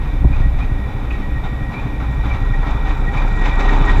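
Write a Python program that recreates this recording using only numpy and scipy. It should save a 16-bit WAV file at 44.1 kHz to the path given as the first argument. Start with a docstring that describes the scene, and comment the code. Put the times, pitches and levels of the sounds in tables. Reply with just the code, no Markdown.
"""A steam traction engine comes up a street, growing louder and chuffing about 3.5 times a second.
Each chuff is a turbulent jet of steam that excites resonances in the chimney and pipes. Impacts and
friction make its ironwork clatter, ring and squeak, grit cracks under its tyres, and house fronts echo.
It is heard from a camera on a small moving vehicle, whose ride adds tyre noise, a quick wheel throb,
a few bumps in the road and the rumble of a shaking mount."""
import sys
import numpy as np
from scipy import signal
from scipy.fft import rfft, irfft
from scipy.io import wavfile
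from scipy.ndimage import uniform_filter1d, minimum_filter1d

SR = 44100
rng = np.random.default_rng(int(sys.argv[2]) if len(sys.argv) > 2 else 0)


def waveform_to_disk(signal):
    """Save audio, clipped to [-1, 1], as 16-bit WAV at the path in sys.argv[1]."""
    frames = np.transpose(np.atleast_2d(signal))
    scaled = np.clip(frames, -1, 1) * 32767
    samples = np.round(scaled).astype(np.int16)
    wavfile.write(sys.argv[1], SR, samples)


N = 176400
T = np.arange(N) / SR


def amp(db):
    """Logarithmic level: 20 dB is a factor of ten in amplitude."""
    return 10 ** (np.asarray(db) / 20)


def unit(x):
    """Normalisation to rms 1."""
    return x / np.sqrt(np.mean(x ** 2) + 1e-20)


def curve(points):
    """Linear interpolation between (time [s], value) points."""
    return np.interp(T, *np.transpose(points))


def shaped(x, points):
    """Spectral filtering by a curve of (frequency [Hz], gain [dB])."""
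    hz, db = np.transpose(points)
    log_hz = np.log(np.fft.rfftfreq(2 * N, 1 / SR) + 1)
    gain = amp(np.interp(log_hz, np.log(hz + 1), db))
    return irfft(rfft(x, 2 * N) * gain)[:N]


def colour(x, points):
    """Spectral shaping at rms 1."""
    return unit(shaped(x, points))


def ring(hz, half_width_hz):
    """Resonance under random forcing, at rms 1; centred on 0 Hz it is a random fluctuation."""
    f = np.fft.rfftfreq(N, 1 / SR)
    return unit(irfft(rfft(rng.standard_normal(N)) / (1 + ((f - hz) / half_width_hz) ** 2), N))


def steadied(x, size):
    """Division by the running rms evens out the swells of a noise."""
    return x / np.sqrt(uniform_filter1d(uniform_filter1d(x ** 2, size), size) + 1e-9)


def sine(hz):
    """Frequency modulation: phase is the integral of frequency."""
    return np.sin(2 * np.pi * np.cumsum(hz) / SR)


def impulses(per_s):
    """A Poisson process: independent events at a mean rate."""
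    return rng.random(N) < per_s / SR


# exhaust beats (time [s], duration [s], level [dB], chimney bark relative to the beat [dB])
EXHAUST_BEATS = [(-.02, 0.21, -41.5, -5), (0.3, 0.14, -37.5, -6), (0.578, 0.077, -33, -15),
                 (0.84, 0.23, -43, 0), (1.09, 0.15, -39, -10), (1.429, 0.061, -36.5, 0),
                 (1.705, .18, -35, -1.5), (1.995, 0.077, -35, 0), (2.232, 0.15, -32, -3.5),
                 (2.618, 0.14, -34, 2), (2.845, 0.099, -32.5, 0), (3.127, 0.12, -29.5, -1),
                 (3.408, 0.12, -28, -23), (3.586, 0.11, -28.5, -1), (3.678, 0.19, -30, -3),
                 (3.864, 0.072, -25, -13)]
# spectra of the steam jet and the chimney's hollow bark (frequency [Hz], relative level [dB])
STEAM_SPECTRUM = [(60, -18), (150, 5.5), (400, 0.5), (800, 2.5), (1400, 0.5), (2000, 0), (3000, -11),
                  (3900, -14.5), (4400, -18.5), (6000, -28.5), (6600, -30), (7200, -30), (9000, -41.5),
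                  (15000, -63)]
BARK_SPECTRUM = [(300, -32), (600, -10), (800, -1), (1100, 0.5), (1450, -7), (2500, -27), (8000, -72)]
# steam pipe resonances (frequency [Hz], half-width [Hz], level relative to the jet [dB])
PIPE_MODES = [(4660, 58, -31.5), (5450, 47, -32), (6170, 85, -29.5), (7160, 57, -34)]


def exhaust(rise_s=0.014, fall_s=0.025):
    """Jet noise: each puff of steam rises, holds and decays, exciting the chimney and pipes."""
    jet_level, bark_level = np.zeros(N), np.zeros(N)
    for start, length, db, bark_db in EXHAUST_BEATS:
        rise = np.clip((T - start) / rise_s, 0, 1)
        decay = np.exp(-np.maximum(T - start - length + fall_s, 0) / fall_s)
        puff = amp(db) * rise * decay
        jet_level += puff
        bark_level += amp(bark_db) * puff
    spits = unit(rng.choice([-1, 1], N) * impulses(per_s=780))
    flutter = amp(2.8 * ring(0, half_width_hz=25))
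    steam = colour(rng.standard_normal(N) + amp(-4) * spits, STEAM_SPECTRUM)
    pipes = sum(amp(db) * ring(hz, width) for hz, width, db in PIPE_MODES)
    bark = colour(rng.standard_normal(N), BARK_SPECTRUM)
    return jet_level * flutter * (steam + pipes) + bark_level * bark


# growth of clatter, jangle and grit as the engine nears (time [s], level [dB])
APPROACH_LEVEL = [(0, -47.5), (1, -41.5), (2, -38), (2.6, -33.5), (3.1, -32), (3.4, -28.5), (3.55, -27),
                  (3.75, -25), (4, -23.5)]
# spectrum of the running gear (frequency [Hz], relative level [dB])
CLATTER_SPECTRUM = [(60, -15), (110, 12), (200, 3), (400, 3.5), (520, -3.5), (1000, -1), (1500, -2.5),
                    (2000, -9.5), (3000, -19), (3900, -19), (4400, -25.5), (7300, -40.5), (9000, -55),
                    (15000, -62)]


def running_gear(spread_db=4.5, knock_share=0.13):
    """Impact and friction noise: many small iron knocks add in power to the grinding of the wheels."""
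    knocks = impulses(per_s=320) * rng.choice([-1, 1], N)
    force = amp(spread_db * np.minimum(rng.exponential(1, N), 4))
    grinding = rng.standard_normal(N)
    drive = np.sqrt(knock_share) * unit(knocks * force) + np.sqrt(1 - knock_share) * grinding
    return amp(curve(APPROACH_LEVEL)) * colour(drive, CLATTER_SPECTRUM)


# gear wheel resonances (frequency [Hz], half-width [Hz], relative level [dB])
GEAR_MODES = [(786, 31, -50), (1900, 27, -46.5), (2320, 37, -53), (2432, 34, -53), (3524, 19, -65),
              (5600, 76, -67.5), (7240, 44, -79)]
# growth of the ringing and whine (time [s], gain [dB])
GEAR_GAIN = [(0, -3.5), (.5, -4), (1.2, -2.5), (2.2, 2.5), (3.2, 4.5), (3.65, 4.5), (4, 6.5)]
# swells of the whine (peak time [s], duration [s], level [dB])
SQUEALS = [(0.449, 0.038, -37), (0.734, 0.23, -40.5), (1.132, .06, -38), (1.256, 0.04, -38),
           (1.364, 0.035, -34), (1.57, 0.24, -44.5), (2.545, 0.018, -27), (2.664, 0.11, -43),
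           (2.892, 0.034, -29), (3.083, 0.018, -27), (3.395, 0.085, -34), (3.618, 0.17, -32),
           (3.694, 0.014, -24), (3.896, 0.033, -18)]


def gear_ring(whine_hz=1894, wander_hz=8.96, roughness=0.6):
    """Forced vibration: rubbing keeps the gears ringing; their wavering whine swells into squeals."""
    gain = amp(curve(GEAR_GAIN))
    modes = sum(amp(db) * steadied(ring(hz, width), size=6000) for hz, width, db in GEAR_MODES)
    squeals = sum(amp(db) / (1 + (2 * (T - peak) / length) ** 4) for peak, length, db in SQUEALS)
    pitch = whine_hz + wander_hz * ring(0, 9.76)
    whine = np.sqrt(2) * sine(pitch) + roughness * ring(whine_hz, 45)
    return gain * modes + (amp(-41) * gain + squeals) * whine


# modes of loose iron plates and rods (frequency [Hz], relative level [dB], 60 dB decay time [s])
PLATE_MODES = [(292.4, -4.5, 0.093), (407, -5, 0.22), (804.4, -5, 0.36), (908, -3.5, 0.081),
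               (1003, -3, 0.15), (1185, -9, 0.1), (1385, -4.5, 0.028), (1708, -12, 0.12)]


def jangle(attack_s=0.002):
    """Free vibration: each loose part, struck at random, rings down at its natural frequency."""
    t, out = T[:SR // 3], np.zeros(N)
    for hz, db, t60 in PLATE_MODES:
        knocks = impulses(per_s=14) * rng.uniform(0.57, 1, N)
        tone = (1 - np.exp(-t / attack_s)) * amp(-60 * t / t60) * np.sin(2 * np.pi * hz * t)
        out += amp(db) * unit(signal.oaconvolve(knocks, tone)[:N])
    return amp(curve(APPROACH_LEVEL) - 7.5) * out


# ironwork impacts (time [s], frequency [Hz], half-width [Hz], level [dB], 60 dB decay time [s])
IRON_IMPACTS = [(1.105, 2580, 190, -24.5, 0.082), (1.435, 3660, 110, -41.5, 0.16),
                (3.168, 2330, 260, -28, .11), (3.508, 2330, 39.7, -29.5, .15),
                (3.89, 2680, 900, -29.5, .13)]


def clanks(rise_s=0.005):
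    """Damped resonance: loose iron parts knock and ring briefly in a band of noise."""
    out = np.zeros(N)
    for start, hz, width, db, t60 in IRON_IMPACTS:
        t = np.maximum(T - start, 0)
        envelope = np.minimum(t / rise_s, 1) * amp(db - 60 * t / t60)
        out += envelope * steadied(ring(hz, width), size=500)
    return out


# joint squeaks (time [s], duration [s], first frequency [Hz], last frequency [Hz], level [dB])
JOINT_SQUEAKS = [(0.319, 0.041, 2383, 2490, -36), (0.599, 0.044, 2340, 2530, -37.5),
                 (1.735, 0.076, 2320, 2436, -33.5), (2.306, 0.026, 2320, 2330, -33.5),
                 (3.168, .036, 2280, 2485, -27.5)]


def squeaks(waver_hz=21.3, roughness=0.35):
    """Friction tones: dry joints give short, slightly rough upward glides."""
    out, waver = np.zeros(N), waver_hz * ring(0, 66)
    for start, length, first_hz, last_hz, db in JOINT_SQUEAKS:
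        progress = np.clip((T - start) / length, 0, 1)
        pitch = first_hz + (last_hz - first_hz) * progress + waver
        out += amp(db) * np.sqrt(2 * abs(np.sin(np.pi * progress))) * sine(pitch)
    return out * (1 + roughness * ring(0, 92))


# larger stones being crushed (peak time [s], half-duration [s], level [dB])
CRUSHED_STONES = [(1.125, 0.017, -55), (2.707, .016, -51), (2.89, .018, -51), (3.178, .015, -48),
                  (3.283, .015, -49), (3.605, 0.0045, -39), (3.901, .016, -53)]
# spectra of cracking grit and stones (frequency [Hz], relative level [dB])
GRIT_SPECTRUM = [(1000, -27), (3000, -5), (7500, 3), (9000, -17), (15000, -22)]
STONE_SPECTRUM = [(1500, -23), (3000, -6), (4400, 0), (7300, -3), (9000, -17), (15000, -35)]


def grit(t60_s=0.023):
    """Brittle fracture: grit and a few stones crack under the iron tyres in bursts of noise."""
    cracks = impulses(per_s=120) * rng.uniform(0.58, 1, N)
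    power_decay = amp(-120 * T[:SR // 10] / t60_s)
    envelope = np.sqrt(abs(signal.oaconvolve(cracks, power_decay)[:N]))
    ticks = colour(envelope * rng.standard_normal(N), GRIT_SPECTRUM)
    stones = sum(amp(db) * np.exp(-((T - peak) / width) ** 2) for peak, width, db in CRUSHED_STONES)
    crunch = colour(rng.standard_normal(N), STONE_SPECTRUM)
    return amp(curve(APPROACH_LEVEL) - 28) * ticks + stones * crunch


# deep hum (time [s], frequency [Hz], level [dB])
HUM_TRACK = [(2.3, 31.07, -26), (2.45, 32.26, -22.5), (2.62, 32.3, -16.5), (2.77, 33, -26),
             (2.9, 33.13, -14.5), (3.03, 31.7, -19.5), (3.3, 32.46, -16), (3.5, 32.45, -12),
             (3.65, 32.83, -14), (3.74, 32.28, -11), (3.8, 32.6, -15), (4, 32.8, -7)]


def hum(fade_in_s=0.31):
    """A modulated low tone: a deep hum builds unevenly as the engine comes close."""
    times, hz, db = np.transpose(HUM_TRACK)
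    fade_in = np.clip((T - times[0]) / fade_in_s + 1, 0, 1)
    return amp(np.interp(T, times, db)) * fade_in * np.sqrt(2) * sine(np.interp(T, times, hz))


# spectra of the ride's wheel throb and road noise (frequency [Hz], relative level [dB])
THROB_SPECTRUM = [(60, -36), (95, 2), (130, 3), (175, -8.5), (205, -2.5), (240, -11.5), (285, -6),
                  (340, -14.5), (480, -46), (1000, -68), (4000, -110)]
ROAD_SPECTRUM = [(60, -4.5), (200, 4.5), (500, 3), (1000, -3.5), (1500, -4.5), (2300, -8.5), (3000, -18.5),
                 (3850, -20), (4400, -24.5), (7000, -33.5), (9000, -43), (15000, -60)]


def tyres(throb_hz=12.25, first_s=0.0615, knock_hz=125.3, spread_hz=8.8):
    """Periodic forcing: the wheels of the camera's vehicle knock and throb over steady rolling noise."""
    cycles = (T - first_s) * throb_hz
    beat = np.round(cycles).astype(int)
    t = (cycles - beat) / throb_hz  # time from the nearest beat [s]
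    force, detune = rng.uniform(-0.92, 1, (beat.max() + 2, 2))[beat].T
    strength = amp(2.5 * force)
    pitch = knock_hz + spread_hz * detune
    knock = strength * np.exp(-(t / 0.0098) ** 2) * np.cos(2 * np.pi * pitch * t)
    pulse = 0.74 + strength * np.exp(-(t / 0.013) ** 2)
    throb = pulse * steadied(colour(rng.standard_normal(N), THROB_SPECTRUM), size=900)
    road = colour(rng.standard_normal(N), ROAD_SPECTRUM)
    return amp(-20) * knock + amp(-29) * throb + amp(-34) * road


# dents in the road (time [s], level [dB])
ROAD_DENTS = [(0.133, -18.5), (0.243, 1), (0.397, -9.5), (.71, -9)]
# modes of the vehicle's frame (frequency [Hz], relative level [dB], 60 dB decay time [s])
FRAME_MODES = [(22.27, -10, 2.7), (57.6, 2.5, 0.18), (119.5, 1.5, 0.088), (249, -2.5, 0.044),
               (350, -8, 0.061), (670, -6, 0.019), (980, -12, 0.027)]


def bumps(attack_s=0.0045):
    """Impulse response: at each dent the frame of the camera's vehicle thuds and sways in its modes."""
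    out = np.zeros(N)
    for start, level_db in ROAD_DENTS:
        t = np.maximum(T - start, 0)
        modes = sum(amp(db - 60 * t / t60) * np.sin(2 * np.pi * hz * t) for hz, db, t60 in FRAME_MODES)
        out -= amp(level_db) * (1 - np.exp(-(t / attack_s) ** 2)) * modes
    return out


# spectrum of the mount's vibration (frequency [Hz], relative level [dB])
MOUNT_SPECTRUM = [(5, -26), (18, -7.5), (27, 5.5), (34, 2.5), (45, -13), (59, 3), (72, -18), (95, -12),
                  (140, -29), (400, -82)]
# strength of the shaking (time [s], level [dB])
MOUNT_LEVEL = [(0, -17.5), (.2, -14.5), (.42, -9), (.6, -15), (.9, -21), (1.3, -17), (1.8, -23), (2.2, -16),
               (2.9, -18), (3.4, -20.5), (4, -13.5)]


def mount_shake():
    """Structure-borne sound: the shaking mount passes a low rumble to the camera."""
    return amp(curve(MOUNT_LEVEL)) * steadied(colour(rng.standard_normal(N), MOUNT_SPECTRUM), size=5000)


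def street(x, tail_db=-9, t60_s=0.55):
    """Reverberation: the house fronts return a short diffuse tail."""
    t = T[:SR // 2]
    echoes = rng.standard_normal(len(t)) * (rng.random(len(t)) < 0.05)
    echoes *= amp(-60 * t / t60_s) * (t > 0.01)
    return x + amp(tail_db) * signal.fftconvolve(x, echoes / np.linalg.norm(echoes))[:N]


def scene():
    """Superposition: the engine, its echoes and the camera's ride add in one channel."""
    engine = street(exhaust() + running_gear() + jangle() + grit() + clanks() + squeaks())
    return (engine + gear_ring() + hum() + tyres() + mount_shake() + bumps())[None]


# resonances of the camera's case (frequency [Hz], gain [dB])
CASE_RESPONSE = [(230, -0.5), (280, 2), (345, -4.5), (400, -0.5), (490, -3.5), (560, 0), (640, -4),
                 (790, 2), (1000, -2), (1200, -2), (1400, -2), (1750, -5), (2080, -5), (2330, 4),
                 (2480, -1), (2600, 0.5), (2860, -6.5), (3000, 1), (3280, -4.5), (3500, 5.5), (3900, 3.5),
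                 (4200, -7), (4600, -3)]


def record(dry, hiss_db=-59, limit_db=-1, recovery_db_per_s=80, cutoff_hz=15300):
    """Case resonance colours the sound; hiss is added, a limiter ducks peaks, a low-pass ends the band."""
    x = shaped(dry[0], CASE_RESPONSE) + amp(hiss_db) * rng.standard_normal(N)
    recovery = T * recovery_db_per_s
    peak_db = np.maximum.accumulate(20 * np.log10(abs(x) + 1e-6) + recovery) - recovery
    gain_db = minimum_filter1d(-np.maximum(peak_db - limit_db, 0), size=300)
    gain = amp(uniform_filter1d(uniform_filter1d(gain_db, size=200), size=200))
    low_pass = signal.firwin(511, cutoff_hz, window=("kaiser", 9), fs=SR)
    return signal.oaconvolve(x * gain, low_pass, "same")[None]


dry = scene()
out = record(dry)
waveform_to_disk(out)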